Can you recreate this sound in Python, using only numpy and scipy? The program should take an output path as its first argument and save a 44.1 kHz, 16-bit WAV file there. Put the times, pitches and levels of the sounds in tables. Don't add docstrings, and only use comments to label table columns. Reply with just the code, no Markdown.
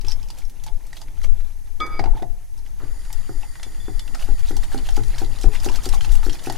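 import sys
import numpy as np
from scipy import signal
from scipy.fft import rfft, irfft, next_fast_len
from scipy.io import wavfile
from scipy.ndimage import uniform_filter1d, map_coordinates

SR = 44100
rng = np.random.default_rng(int(sys.argv[2]) if len(sys.argv) > 2 else 0)


def wav_out(sig):
    wavfile.write(sys.argv[1], SR, np.round(np.clip(np.atleast_2d(sig).T, -1, 1) * 32767).astype(np.int16))


N = 289957
T = np.arange(N) / SR

# time in seconds, effort in dB.
EFFORT = [(0, -4.5), (.1, 3.5), (.45, -0.5), (1.3, -1), (1.6, -6.5), (2.7, -8), (3, -0.5), (4.1, 3.5),
          (4.5, 8.5), (5.5, 12.5), (6.57, 10)]
# time in seconds, level in dB.
DRAUGHT_RIDE = [(0, -14.5), (.5, -28), (1.0, -26), (1.34, -14), (1.65, -26), (1.85, -17), (2.1, -14.5),
                (2.5, -25), (2.8, -19), (3.6, -22), (4.6, -13.5), (5.3, -17), (5.7, -13.5), (6.25, -13),
                (6.45, -28.5), (6.57, -22)]
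# centre in seconds, peak at the left port in dB.
EDDIES = [(0.141, -20), (0.459, -12), (0.746, -10.5), (1.317, -8.5), (1.41, -11.5), (2.126, -6),
          (3.378, -8.5), (3.966, -11.5), (4.234, -12), (4.32, -5), (4.457, -11.5), (4.604, -6),
          (4.814, -14.5), (4.94, -15), (5.09, -6.5), (5.471, 1.5), (5.914, -6), (6.11, -0.5), (6.161, -16),
          (6.294, -7)]
# frequency in Hz, level in dB.
AIR_EQ = [(1.8, -66), (3.0, -2), (16, 7), (27, -6), (41, -13.5), (82, -25.5), (122, -36.5), (151, -38),
          (200, -42), (260, -78), (440, -120)]
MURMUR_EQ = [(82, -21), (140, -3), (183, -16), (259, -3.5), (345, -10), (567, -15.5), (699, -17.5),
             (904, -10), (1150, -29.5), (1500, -50), (1950, -32), (3300, -120)]
SHUDDER_EQ = [(150, -29), (200, -12), (270, -8), (370, -5.5), (500, -8.5), (650, -16), (900, -12.5),
              (1200, -15.5), (2000, -17), (3300, -120)]
QUIET_HISS_EQ = [(590, -39), (1000, -3), (1650, 2), (1830, 6), (3170, -3.5), (6250, 3.5), (7440, 0.5),
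                 (11900, 4.5), (15200, -12), (16300, -13)]
BUSY_HISS_EQ = [(590, -43), (1000, 0), (1590, 4.5), (1940, 8), (2600, -13), (3300, 0), (4200, -3),
                (4720, 4.5), (5490, 2.5), (10700, -3), (14500, -3), (16300, -48)]
WIRE_EQ = [(290, -82), (500, 7), (752, 16), (992, 6.5), (1490, 6), (2240, -3.5), (2750, -1), (3320, 0),
           (5950, 0.5), (12700, -4.5), (15100, -16), (16300, -31)]
# centre in Hz, width in Hz, lift in dB.
HISS_RIDGES = [(1260, 80, 4.5), (1868, 42, 9), (2037, 34, 10.5), (4640, 220, 6.5), (6960, 210, 12),
               (9300, 720, 8.5), (10800, 540, 9), (14700, 400, 0)]
# start in seconds, level in dB, pitch in Hz, crack against ring in dB.
WIRE_TICKS = [(0.0114, -31.5, 4470, 8), (0.047, -29, 3130, 6), (0.066, -24, 4900, 1),
              (0.0838, -3.5, 5320, -15), (0.0977, -14, 5700, -9), (0.107, -11, 4600, -23),
              (0.1126, -15.5, 5810, -6), (0.119, -3.5, 5330, -15.5), (0.229, -23, 5160, -5.5),
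              (0.286, -29, 5500, 0), (0.303, -19, 4840, 0), (0.349, -30, 4870, -8), (0.377, -30, 5140, -2),
              (0.386, -27, 9250, 2), (0.4, -31, 5500, -7), (0.42, -33, 2260, -2), (0.452, -24.5, 5460, -11),
              (0.498, -32.5, 9150, 2.5), (0.6374, -15.5, 6100, -4), (0.6637, -29.5, 6260, 8.5),
              (0.93, -23.5, 1910, -25), (0.93, -21, 4670, -4), (0.9684, -27.5, 3930, 2.5),
              (1.015, -20.5, 4770, -1.5), (1.082, -38.5, 2210, 8), (1.216, -28, 6000, -5),
              (1.2152, -38, 2000, 8), (1.2437, -26, 2240, 3), (1.803, -10.5, 3430, -11),
              (1.864, -27.5, 5800, 1), (1.993, -10, 4750, -34), (1.996, -12.5, 2200, -3),
              (2.039, -22.5, 2330, 2), (2.04, -17, 4800, -27), (2.0578, -27.5, 2170, 5),
              (2.2232, -24.5, 3630, -3), (2.663, -39, 1980, 4), (3.1031, -29.5, 2150, 1),
              (3.128, -19, 7650, 2.5), (3.43, -24.5, 2630, -21), (3.5538, -32, 1970, 7),
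              (3.597, -36, 2040, 9), (3.63, -30, 3320, 16.5), (3.9933, -14, 4470, -1.5),
              (4.077, -26.5, 2720, 3), (4.148, -15, 5370, -3.5), (4.1935, -25.5, 2640, 0),
              (4.21, -30, 2720, -10), (4.2233, -23.5, 2910, 2), (4.452, -29, 3940, -12),
              (4.4866, -15.5, 4000, -17), (4.5662, -16, 6000, 0), (4.568, -23.5, 3930, 0),
              (4.635, -20.5, 5230, -3), (4.7175, -29, 1690, 1), (4.7771, -20.5, 4460, 0),
              (4.786, -26.5, 2980, 4), (4.854, -33, 3150, 0), (4.8884, -22.5, 3280, 8),
              (4.906, -21, 5300, -3), (4.924, -20, 5470, -12), (4.966, -13.5, 6970, -4),
              (4.968, -23.5, 3030, -3), (5.035, -24.5, 4070, 3.5), (5.104, -30.5, 3980, -13),
              (5.181, -25.5, 2890, 8.5), (5.183, -21, 5060, 6), (5.208, -21, 4400, -17),
              (5.246, -24, 4070, 0), (5.36, -24, 3880, -12), (5.386, -26.5, 4140, 4),
              (5.413, -17, 7200, -4), (5.434, -14, 5460, -7), (5.5511, -20.5, 2756, 2),
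              (5.601, -16.5, 5100, -3.5), (5.639, -31, 4630, -12), (5.651, -16, 10000, -12),
              (5.687, -17.5, 2800, 2.5), (5.6875, -15, 5300, -15), (5.696, -13, 5560, -8),
              (5.716, -23, 3870, 2), (5.758, -11, 4670, -2), (5.855, -15, 4750, 5),
              (5.889, -11.5, 5320, 0.5), (5.927, -20, 3940, 3.5), (6.008, -13.5, 3130, -1),
              (6.02, -20, 4280, -10), (6.046, -20, 3180, 6), (6.0924, -28, 2920, 3),
              (6.119, -23.5, 7500, 5), (6.153, -18, 7800, 0), (6.154, -23.5, 2800, -6),
              (6.23, -32, 1850, 13), (6.296, -13.5, 3180, 1), (6.307, -26, 4400, -13),
              (6.325, -19, 5700, -14), (6.33, -10.5, 5600, -9), (6.3928, -23, 3550, -1),
              (6.4384, -25, 7100, 5), (6.4979, -14, 4570, 2.5), (6.504, -22, 1880, -15),
              (6.524, -23, 8400, 3.5)]
# start in seconds, level in dB.
JOLTS = [(0.045, -35.5), (0.665, -50.5), (1.243, -43.5), (1.801, -36.5), (1.841, -38.5), (1.992, -24),
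         (2.037, -49), (2.058, -27), (2.15, -32.5), (2.222, -26.5), (2.834, -37)]
# thud time in seconds, levels in dB of thud, sweep in and sweep back,
# then the back sweep's delay in seconds, extra treble in dB and half length in seconds.
BEATS = [(3.293, -29.5, -62, -50, 0.13, -8, 0.022), (3.665, -37.5, -63, -58, 0.076, -15, 0.017),
         (3.882, -25, -58, -69, 0.11, 0, .014), (4.287, -29.5, -53, -44, 0.11, -5, 0.013),
         (4.508, -25, -40.5, -38, 0.13, -5, 0.011), (4.745, -22, -41.5, -37, .12, -3, 0.013),
         (4.977, -21.5, -40, -47.5, .1, 5, 0.023), (5.217, -23, -39, -57, 0.1, 7, 0.048),
         (5.441, -21.5, -39.5, -37, 0.11, -9, 0.019), (5.662, -22.5, -33.5, -38.5, 0.09, -1, 0.02),
         (5.863, -25.5, -35, -34, 0.079, -2, 0.012), (6.078, -41, -54, -42.5, 0.056, 3, 0.023),
         (6.266, -23.5, -38.5, -40, 0.079, -6, 0.016), (6.471, -23, -36, -45, 0.087, -9, 0.023)]
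# pitch in Hz, level in dB, t60 in seconds.
BOARD_MODES = [(118.7, -11.5, 0.55), (271.6, -9, 0.17), (330.5, 2, 0.028), (347, 7.5, 0.034),
               (405.3, -9.5, 0.24), (785, -1, 0.062), (1420, 9.5, 0.0064)]
HOLLOW_MODES = [(710, -10, 0.44), (868, -7.5, 0.14)]
# start in seconds, level in dB, pitch in Hz, hollow ring in dB.
DULL_TAPS = [(0.08, -38, 850, 7), (0.235, -46.5, 860, -12), (0.301, -39.5, 883, -22),
             (0.665, -36.5, 866, 7), (0.931, -42.5, 820, -20), (1.017, -41.5, 875, -6),
             (1.243, -41, 533, -16), (1.994, -17.5, 762, -19), (2.039, -21.5, 777, 5),
             (2.058, -30.5, 780, 12), (2.073, -37, 850, 11), (2.135, -53, 860, 18), (2.166, -41.5, 863, 14),
             (2.196, -37, 780, -18), (2.229, -23, 733, -4.5), (3.102, -42, 940, 15),
             (3.434, -35.5, 840, -24), (3.884, -34, 782, -5), (4.15, -33.5, 833, -24),
             (4.568, -32.5, 810, -21), (4.721, -41, 750, -15), (4.888, -30, 777, -12),
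             (4.97, -26.5, 800, -14), (5.485, -39, 1020, -25), (5.662, -32, 755, -24),
             (5.696, -27.5, 930, -11), (5.785, -37, 1260, -25), (5.936, -25, 810, -28),
             (5.937, -28, 1090, -25), (5.963, -42, 730, -20), (6.499, -20, 793, -35)]
# centre in seconds, level in dB, half length in seconds, treble tilt in dB.
SCRAPES = [(0.102, -48.5, 0.03, -4), (0.402, -49, 0.024, 3), (0.678, -40.5, 0.005, -5.5),
           (0.87, -55.5, 0.006, 12), (0.975, -48, 0.016, 10), (1.02, -47, 0.0081, -1),
           (1.242, -39.5, 0.0083, 8), (1.405, -48, 0.0063, -4), (1.484, -56, 0.038, -1),
           (1.675, -57, 0.0053, -10), (1.968, -57.5, 0.058, -16), (2.182, -50, 0.021, -4),
           (2.584, -56, 0.0091, 17), (2.67, -54, 0.018, 2), (2.84, -64, 0.072, -21.5),
           (3.057, -46, 0.006, 7), (4.15, -38, 0.0052, -8), (4.216, -42, 0.029, 0),
           (4.454, -48, 0.0099, -9), (4.728, -48, 0.0067, -10), (6.037, -41, 0.016, 6)]
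RIM_HZ = [1249, 1257, 2258, 2263.4, 3465, 3469.3, 4855, 4861, 6412, 7300]
# level in dB, t60 in seconds.
RIM_RING = [(3, .22), (-4, 0.8), (-10.5, 0.6), (-12.5, 1.2), (-9.5, 0.11), (-27, 1.0), (-22, .7), (-23, .9),
            (-24, 0.25), (-23, .05)]
# start in seconds, level in dB, time of damping in seconds,
# loss in dB per octave away from 3470 Hz.
RIM_TOUCHES = [(1.8025, -24, 1.994, 0), (3.631, -33, 3.68, 30), (3.8, -35, 3.96, 40),
               (3.853, -36, 3.96, 40), (3.995, -32, 4.04, 40)]
# start in seconds, level in dB, t60 in seconds.
AFTERSHAKES = [(1.8, -36.5, 0.91), (1.995, -45, 0.41), (2.8, -44, 0.54)]
# frequency in Hz, t60 in seconds.
ROOM_DECAY = [(200, 0.31), (2000, 0.057), (10000, 0.11)]

HUM_FOLLOWS, MURMUR_FOLLOWS, HISS_FOLLOWS, BOUNCE_FOLLOWS, TILT_FOLLOWS = 0.65, 0.52, 0.11, 0.79, 0.15
SPEED_UP_S = (2.72, 3.07)


def amp(db):
    return 10 ** (np.asarray(db) / 20)


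def unit(x):
    return x / np.sqrt(np.mean(x ** 2) + 1e-20)


def along(points, hz):
    f, v = np.transpose(points)
    return np.interp(np.log(hz + 1), np.log(f + 1), v)


def effort_at(s):
    return np.interp(s, *np.transpose(EFFORT))


def wobble(rate):
    return map_coordinates(rng.standard_normal(int(N * rate / SR) + 4), [T * rate])


def filtered(x, response):
    m = next_fast_len(N + SR // 2)
    return irfft(rfft(x, m) * response(np.fft.rfftfreq(m, 1 / SR)), m)[..., :N]


def stereo_noise(response, side_db):
    mid, side = filtered(rng.standard_normal((2, N)), response) * amp([[0], [side_db]])
    return unit(np.array([mid + side, mid - side]))


def eq_noise(eq, side_db):
    return stereo_noise(lambda hz: amp(along(eq, hz)), side_db)


def ring(modes, t, spread_db=0):
    return sum(amp(db + spread_db * rng.standard_normal() - 60 * t / t60) * np.sin(2 * np.pi * hz * t)
               for hz, db, t60 in modes)


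def grains(count, centre_hz, octaves, cycles, spike_db, rise=0):
    when, size, life, u, v = rng.random((count, 5)).T[:, :, None]
    bell_curve = np.sqrt(-2 * np.log(u + 1e-9)) * np.cos(2 * np.pi * v)
    hz = centre_hz * 2 ** (octaves * bell_curve).clip(-2.2, 1.6)
    t = T[:400]
    decay = np.exp(-t * hz / (cycles * (.3 + life))) * (1 - t / t[-1])
    tone = np.sin(2 * np.pi * hz * t * (1 + rise * t / t[-1] / 2))
    wave = amp(-spike_db * np.log(size + .01)) * decay * tone
    at = (when * N).astype(int) + np.arange(400)
    return unit(np.bincount(at.ravel(), wave.ravel(), N)[:N])


def add(track, s, sound):
    part = track[round(s * SR):][:len(sound)]
    part += sound[:len(part)]


def all_thuds():
    return JOLTS + [(s, db) for s, db, *_ in BEATS]


def draught():
    level_db = np.interp(T, *np.transpose(DRAUGHT_RIDE))
    lumps = amp(0.48 * np.array([wobble(16), wobble(15)]))
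    air = unit(lumps * eq_noise(AIR_EQ, side_db=1.5))
    eddies = np.zeros(N)
    for s, db in EDDIES:
        half_s = max(.008 - .0004 * db, .004)
        u = (T[:SR // 5] - .1) / half_s
        add(eddies, s - .1, amp(db) * u * np.exp((1 - u * u) / 2))
    return amp(level_db) * air * amp([[0], [-8.5]]) + eddies * amp([[0], [-19]])


def hum(centre_hz=121.5, width_hz=11.5, rise_s=0.018):
    band = stereo_noise(lambda hz: 1 / (1 + ((hz - centre_hz) / width_hz * 2) ** 2), side_db=-7)
    gain = amp(-55 + HUM_FOLLOWS * effort_at(T))
    for s, db in all_thuds():
        held_db = -6 * (s > SPEED_UP_S[1])
        u = np.clip(T - s, 0, None) / rise_s
        gain += amp(db - 11.5 + held_db) * u * np.exp(1 - u)
    return gain * band * amp([[1.5], [-1.5]])


def murmur():
    return amp(-57 + MURMUR_FOLLOWS * effort_at(T) + 2 * wobble(17)) * eq_noise(MURMUR_EQ, side_db=-7.5)


def hiss():
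    def ridged(eq, ridges):
        return lambda hz: amp(along(eq, hz) + sum(db * np.exp(-((hz - centre) / width) ** 2)
                                                  for centre, width, db in ridges))
    busy = stereo_noise(ridged(BUSY_HISS_EQ, HISS_RIDGES), side_db=-6.5)
    quiet = stereo_noise(ridged(QUIET_HISS_EQ, [(6350, 200, 4.4)]), side_db=-6)
    fade = np.interp(T, SPEED_UP_S, [0, np.pi / 2])
    blend = amp(-57.5) * np.cos(fade) * quiet + amp(-50.5) * np.sin(fade) * busy
    return amp(HISS_FOLLOWS * effort_at(T) + 0.067 * wobble(14)) * blend


def batter():
    pops = grains(count=7000, centre_hz=3300, octaves=.8, cycles=10, spike_db=2.8)
    bubbles = grains(count=1200, centre_hz=3000, octaves=.6, cycles=15, spike_db=3, rise=.25)
    squelches = grains(count=1500, centre_hz=850, octaves=.4, cycles=2.5, spike_db=2.5)
    patter = grains(count=500, centre_hz=850, octaves=.07, cycles=7, spike_db=3)
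    fizz = grains(count=6000, centre_hz=8500, octaves=.4, cycles=9, spike_db=2.5)
    clumps_db = 3 * wobble(22)
    blend = pops + amp(-8.5) * fizz + amp(-1.5) * bubbles + amp(-3) * squelches + amp(-4) * patter
    return amp(-65 + effort_at(T) + clumps_db) * blend


def stray_ticks(count):
    odds = np.cumsum(amp(effort_at(T)))
    when, size, pitch = rng.random((count, 3)).T
    s = np.interp(when, odds / odds[-1], T)
    db = -49 + 0.22 * effort_at(s) + 8 * (size - .5)
    hz = 3400 * 2 ** (1.8 * (pitch - .5))
    return list(zip(s, db, hz, np.full(count, -6.5)))


def wire_ticks(spread_oct=0.642, ring_cycles=32, near_cycles=60, crack_t60=.028):
    out, t = np.zeros(N), T[:2048]
    grid = np.fft.rfftfreq(len(t), 1 / SR) + 1
    attack = 1 - np.exp(-t / 0.0011)
    for s, db, hz, crack_db in WIRE_TICKS + stray_ticks(count=26):
        band_db = along(WIRE_EQ, grid) - along(WIRE_EQ, hz) - 1.33 * (np.log2(grid / hz) / spread_oct) ** 2
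        crack = unit(irfft(rfft(rng.standard_normal(len(t))) * amp(band_db)))
        crack *= amp(crack_db - 4.5 - 60 * t / crack_t60)
        near_hz = np.clip(hz * 2 ** (spread_oct * rng.standard_normal(5)), 900, 11000)
        near = [(f, crack_db - 9 - 4 * abs(np.log2(f / hz)), near_cycles / f) for f in near_hz]
        ping = ring([(hz, 6, ring_cycles / hz)] + near, t)
        snap_db = crack_db - 25 + 24 * np.log2(hz / 4000)
        snap = amp(snap_db - 60 * t / 0.0023) * rng.standard_normal(len(t))
        add(out, s, amp(db - 8.5) * (attack * (ping + crack) + snap))
    return out


def soft_attack(t):
    return 1 - np.exp(-t / 0.00098)


def board_thuds(detune=0.026, bounce_s=.019):
    out, t = np.zeros(N), T[:SR // 3]
    for s, db in all_thuds():
        modes = [(hz * (1 + detune * rng.standard_normal()), level, t60) for hz, level, t60 in BOARD_MODES]
        add(out, s, amp(db - 5.5) * soft_attack(t) * ring(modes, t, spread_db=2))
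        bounce_db = db - 26 + BOUNCE_FOLLOWS * effort_at(s)
        add(out, s + bounce_s, amp(bounce_db) * soft_attack(t) * ring(modes, t, spread_db=7))
    return out


def dull_taps():
    out, t = np.zeros(N), T[:SR // 3]
    for s, db, hz, hollow_db in DULL_TAPS:
        modes = [(f, level - 7.5 - 49 * abs(np.log2(f / hz)), t60) for f, level, t60 in HOLLOW_MODES]
        flutter_db = 4 * unit(uniform_filter1d(rng.standard_normal(len(t)), size=400))
        blow = ring([(hz, 2, .026), (hz * 2.67, -15, .02)], t, spread_db=1)
        hollow = amp(hollow_db + flutter_db) * ring(modes, t, spread_db=1)
        add(out, s, amp(db + 4) * soft_attack(t) * (blow + hollow))
    return out


def wire_scrapes(lead_s=0.012, sweep_half_s=0.016, crossover_hz=4200):
    sweeps = []
    for s, _, in_db, back_db, delay_s, treble_db, back_half_s in BEATS:
        tilt_db = 5 + TILT_FOLLOWS * effort_at(s)
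        sweeps.append((s - lead_s, in_db, sweep_half_s, tilt_db))
        sweeps.append((s + delay_s, back_db, back_half_s, tilt_db + treble_db))
    s, db, half_s, tilt_db = np.transpose(SCRAPES + sweeps)[:, :, None]
    swell = np.exp(-.5 * ((T[::32] - s) / np.clip(half_s, .003, .08)) ** 2)
    low_gain, high_gain = [np.repeat((amp(db + lean_db) * swell).sum(axis=0), 32)[:N]
                           for lean_db in (-tilt_db / 2, tilt_db / 2)]
    grit = amp(3.5 * wobble(400) + 2 * wobble(70))
    slips = unit(grit * eq_noise(WIRE_EQ, side_db=-13))
    slips += grains(count=4500, centre_hz=4300, octaves=.8, cycles=8, spike_db=2.8)
    treble = filtered(slips, lambda hz: 1 / (1 + (crossover_hz / (hz + 1)) ** 6))
    return amp(-4.5) * (low_gain * (slips - treble) + high_gain * treble)


def shudder():
    gain = sum(amp(db - 60 * np.abs(T - s) / t60) * (T >= s) for s, db, t60 in AFTERSHAKES)
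    return gain * amp(0.58 * wobble(31.1)) * eq_noise(SHUDDER_EQ, side_db=-8.5)


def rim_clinks():
    out, t = np.zeros(N), T[:SR // 2]
    attack = 1 - np.exp(-t / .003)
    for s, db, stop_s, loss_db in RIM_TOUCHES:
        modes = [(hz, level - loss_db * abs(np.log2(hz / 3470)), t60)
                 for hz, (level, t60) in zip(RIM_HZ, RIM_RING)]
        damping_db = 60 * np.clip(t - stop_s + s, 0, None) / .02
        add(out, s, amp(db - damping_db) * attack * ring(modes, t))
    return out * amp(1.5 * wobble(70) + 2 * wobble(300))


def housing_reflection(x, delay_s=0.000693):
    late = filtered(x, lambda hz: amp(-26) * hz / (hz + 1500) * np.exp(-2j * np.pi * hz * delay_s))
    return late * [[1], [-1]]


def kitchen(x):
    out, step, predelay = np.zeros((2, N + SR)), SR // 3, 200
    for start in range(0, N, step):
        hz, t, spectrum = signal.stft(rng.standard_normal((2, SR // 4)), SR, nperseg=256)
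        decay = amp(-60 * t / along(ROOM_DECAY, hz)[:, None])
        tail = signal.istft(spectrum * decay, SR, nperseg=256)[1]
        wet = signal.fftconvolve(x[None, start:start + step], tail / np.linalg.norm(tail[0]), axes=1)
        at = start + predelay
        out[:, at:at + wet.shape[1]] += wet
    return out[:, :N]


def scene():
    knocks = board_thuds() + dull_taps()
    crackle = wire_ticks() + batter()
    scrapes, glass = wire_scrapes(), rim_clinks()
    direct = knocks * amp([[-.6], [.6]]) + (crackle + scrapes + glass) * amp([[-.4], [.4]])
    direct += housing_reflection(crackle + amp(9) * glass)
    room = kitchen(amp(-5) * knocks + amp(-5.5) * (crackle + scrapes[0]) + amp(-6) * glass)
    return direct + room + hum() + murmur() + shudder() + hiss() + draught()


def record(dry, top_hz=16400):
    return filtered(np.clip(dry, -1, 1), lambda hz: hz < top_hz)


dry = scene()
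out = record(dry)
wav_out(out)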